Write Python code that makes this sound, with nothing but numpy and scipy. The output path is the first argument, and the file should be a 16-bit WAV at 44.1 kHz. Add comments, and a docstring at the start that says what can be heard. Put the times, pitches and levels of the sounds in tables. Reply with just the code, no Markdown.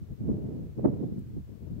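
"""A low, gusting rumble: wind on an open mountainside, tumbling right over the two ports of a microphone.
Each port rumbles on its own, louder and brighter as the flow quickens. A few hard eddies
buffet the ports, the strongest with a thump. Underneath lies a faint even hiss of far air
and the microphone itself, with one tiny tick in it."""
import sys
import numpy as np
from scipy import signal
from scipy.io import wavfile
from scipy.ndimage import uniform_filter1d

SR = 44100
rng = np.random.default_rng(int(sys.argv[2]) if len(sys.argv) > 2 else 0)


def output_pcm(signal):
    """Save a mono or channel-first signal as 16-bit PCM at the path in sys.argv[1].

    Samples are clipped to [-1, 1] before scaling.
    """
    pcm = np.clip(np.atleast_2d(signal).T, -1, 1) * 32767
    wavfile.write(sys.argv[1], SR, np.round(pcm).astype(np.int16))


N = 79380

# spectrum of the hiss: f/Hz, relative level per Hz/dB
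HISS_SPECTRUM = [(300, -4), (1000, 10), (2000, 5.5), (4000, 2), (7500, -2), (9800, -4), (11500, -6),
                 (13500, 2), (15800, 1.5)]
# hard eddies at the ports: t/s, level at the crest/dB, half length/s, corner f/Hz, top f/Hz,
# left minus right/dB
EDDIES = [(0.02, -40, 0.0068, 132, 300, -2), (0.289, -25, 0.0018, 250, 850, -13),
          (0.299, -24.5, 0.0062, 195, 840, 5.5), (.792, -29.5, 0.0051, 417, 570, -20),
          (.852, -19.5, .0065, 320, 1100, -18), (.8585, -14.5, .0034, 310, 1900, 18),
          (0.876, -23.5, 0.01, 320, 750, -19), (1.035, -30, 0.013, 308, 640, 1),
          (1.182, -34, 0.011, 111, 304, -7), (1.372, -34.5, 0.0072, 188, 646, -1.5),
          (1.71, -36.5, 0.004, 110, 298, 5)]
# gusts at the ports, each level counted from its own mean:
# t/s, bass level/dB, middle level/dB, upper level/dB, left minus right/dB
GUSTS = [(0, -46.5, -51, -70.5, 1), (0.029, -41, -39.5, -79, 1.5), (0.059, -51.5, -55, -69, 12),
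         (0.126, -29.5, -42.5, -65, -2.5), (0.164, -61.5, -47.5, -83.5, 14), (0.216, -38.5, -35, -57.5, -2),
         (0.309, -35.5, -30, -45.5, -0.5), (.41, -39.5, -38.5, -51, 1), (.465, -38.5, -34.5, -51, -2.5),
         (.5, -46.5, -39, -49.5, -1.5), (0.581, -43.5, -34, -54.5, 3), (0.669, -43.5, -40, -63.5, 1.5),
         (0.746, -44, -54, -70.5, 2.5), (0.779, -46, -35, -56, 3), (.82, -37.5, -38, -52, 0),
         (0.903, -36.5, -32, -37.5, -1.5), (.98, -40.5, -39, -48, -4), (1.04, -40, -28.5, -53, -4.5),
         (1.08, -48.5, -34, -55.5, -4), (1.19, -41.5, -36, -65, 7.5), (1.25, -43, -44, -74.5, -0.5),
         (1.383, -43.5, -35.5, -72, -4), (1.46, -40.5, -58.5, -82, 5.5), (1.495, -46.5, -41.5, -65.5, 5.5),
         (1.59, -53.5, -50, -74, 16), (1.64, -43.5, -43, -64, -2), (1.68, -45, -48.5, -60, 17),
         (1.72, -42, -36.5, -73, -1), (1.8, -40.5, -40, -58.5, 12.5)]
# spectrum of the rumble at mean flow: f/Hz, relative level per Hz/dB
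RUMBLE_SPECTRUM = [(22, -33), (40, -20.5), (62, -0.5), (95, .5), (160, 1.5), (250, -6.5), (400, -14),
                   (600, -28), (1000, -45.5), (2000, -58)]
# how strongly each band answers the flow: f/Hz, swing/(dB per dB of gust)
GUST_SWING = [(30, 2.2), (80, 0.5), (180, 1.44), (500, 0.7055), (2000, 0.415)]


def from_db(db):
    """Decibels to gain."""
    return 10 ** (np.asarray(db) / 20)


def rms_one(x):
    """Each channel scaled to rms 1."""
    return x / np.sqrt(np.mean(x ** 2, axis=-1, keepdims=True) + 1e-20)


def at_hz(points, hz):
    """A table read on a log-frequency axis."""
    f, value = np.transpose(points)
    return np.interp(np.log(hz), np.log(f), value)


def butter(x, hz, kind, order=2):
    """Butterworth filter."""
    return signal.sosfilt(signal.butter(order, hz, kind, fs=SR, output="sos"), x)


def drift(rate_hz):
    """A smooth random wander for each port, rms 1."""
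    pole = np.exp(-2 * np.pi * rate_hz / SR)
    wander = signal.lfilter([1], [1, -2 * pole, pole * pole], rng.standard_normal((2, 2 * N)))
    return rms_one(wander[:, N:])


def port_noise(correlation):
    """White noise at the two ports, with N extra samples ahead for filters to settle."""
    mid, side = rng.standard_normal((2, 2 * N))
    return np.sqrt((1 + correlation) / 2) * mid + np.sqrt((1 - correlation) / 2) * np.array([side, -side])


def noise_bands(edges_hz, spectrum, correlation):
    """Yields (centre Hz, gain, stereo noise of rms 1) for each band; the squared gains add up to 1."""
    centres_hz = np.sqrt(edges_hz[1:] * edges_hz[:-1])
    gains = from_db(at_hz(spectrum, centres_hz)) * np.sqrt(np.diff(edges_hz))
    gains /= np.linalg.norm(gains)
    white = [port_noise(correlation), port_noise(correlation)]  # neighbouring bands stay unrelated
    for k, hz in enumerate(centres_hz):
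        band = butter(white[k % 2], edges_hz[k:k + 2], "band", order=3)
        yield hz, gains[k], rms_one(band[:, N:])


def evened(x, seconds):
    """Noise with its slow chance swells taken out."""
    size = int(seconds * SR)
    power = uniform_filter1d(uniform_filter1d(x ** 2, size), size)
    return x / np.sqrt(np.abs(power) + 1e-12)


def panned(pan_db):
    """Left and right gains of constant power."""
    gains = from_db(np.array([[.5], [-.5]]) * pan_db)
    return gains / np.sqrt(np.mean(gains ** 2, axis=0))


def swell_at(at_s, half_s):
    """A bell-shaped swell of height 1."""
    return np.exp(-.5 * ((np.arange(N) / SR - at_s) / half_s) ** 2)


def hiss(level_db=-71, flicker_db=.3):
    """Far air and the microphone's own hiss, unrelated in the two channels."""
    bands = noise_bands(np.geomspace(300, 17000, 22), HISS_SPECTRUM, correlation=0)
    steady = sum(gain * noise for _, gain, noise in bands)
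    return from_db(level_db + flicker_db * drift(rate_hz=8.2)) * steady


def tick(gain_db=-66.5, low_cut_hz=4000):
    """One tiny bright tick in the hiss."""
    treble = butter(rng.standard_normal((2, N)), low_cut_hz, "high")
    return from_db(gain_db) * swell_at(at_s=1.194, half_s=.004) * treble


def buffets(swirl_low_hz=187, bass_cut_hz=92):
    """Each hard eddy hits the ports with a few swings of pressure under a bell-shaped swell."""
    out = 0
    for at_s, level_db, half_s, corner_hz, top_hz, pan_db in EDDIES:
        swirl = butter(port_noise(correlation=-0.29), swirl_low_hz, "high", order=3)
        swirl = butter(swirl, corner_hz, "low", order=3)
        swell = swell_at(at_s, half_s)
        puff = evened(swirl[:, N:], seconds=0.01) * swell
        puff = butter(butter(puff, top_hz, "low"), bass_cut_hz, "high")
        puff = rms_one(puff) * np.sqrt(np.mean(swell ** 2))  # rms near 1 at the crest
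        out += from_db(level_db) * panned(pan_db) * puff
    return out


def rumble(mean_flow_db=-38, gust_hz=(80, 226, 547)):
    """Turbulence right at the ports: gusts swell the bands, and all bands of a port flutter together."""
    times_s, *columns = np.transpose(GUSTS)
    *levels_db, pan_db = [np.interp(np.arange(N) / SR, times_s, column) for column in columns]
    flutter_db = 2 * drift(rate_hz=61)
    out = 0
    for hz, gain, noise in noise_bands(np.geomspace(20, 2560, 15), RUMBLE_SPECTRUM, correlation=-0.045):
        # the bass, middle and upper levels rule at gust_hz; bands in between blend them
        shares = [np.interp(np.log(hz), np.log(gust_hz), row) for row in np.eye(3)]
        gust_db = sum(share * (db - db.mean()) for share, db in zip(shares, levels_db))
        swing_db = at_hz(GUST_SWING, hz) * (gust_db + flutter_db)
        out += gain * evened(noise, seconds=0.024) * from_db(swing_db)
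    return from_db(mean_flow_db) * out * panned(pan_db)


def scene():
    """Wind on the microphone, close up, over the faint hiss."""
    return rumble() + buffets() + hiss() + tick()


def record(dry):
    """The microphone's signal is cut steeply above 15750 Hz."""
    return signal.sosfilt(signal.ellip(12, .1, 70, 15750, fs=SR, output="sos"), dry)


dry = scene()
out = record(dry)
output_pcm(out)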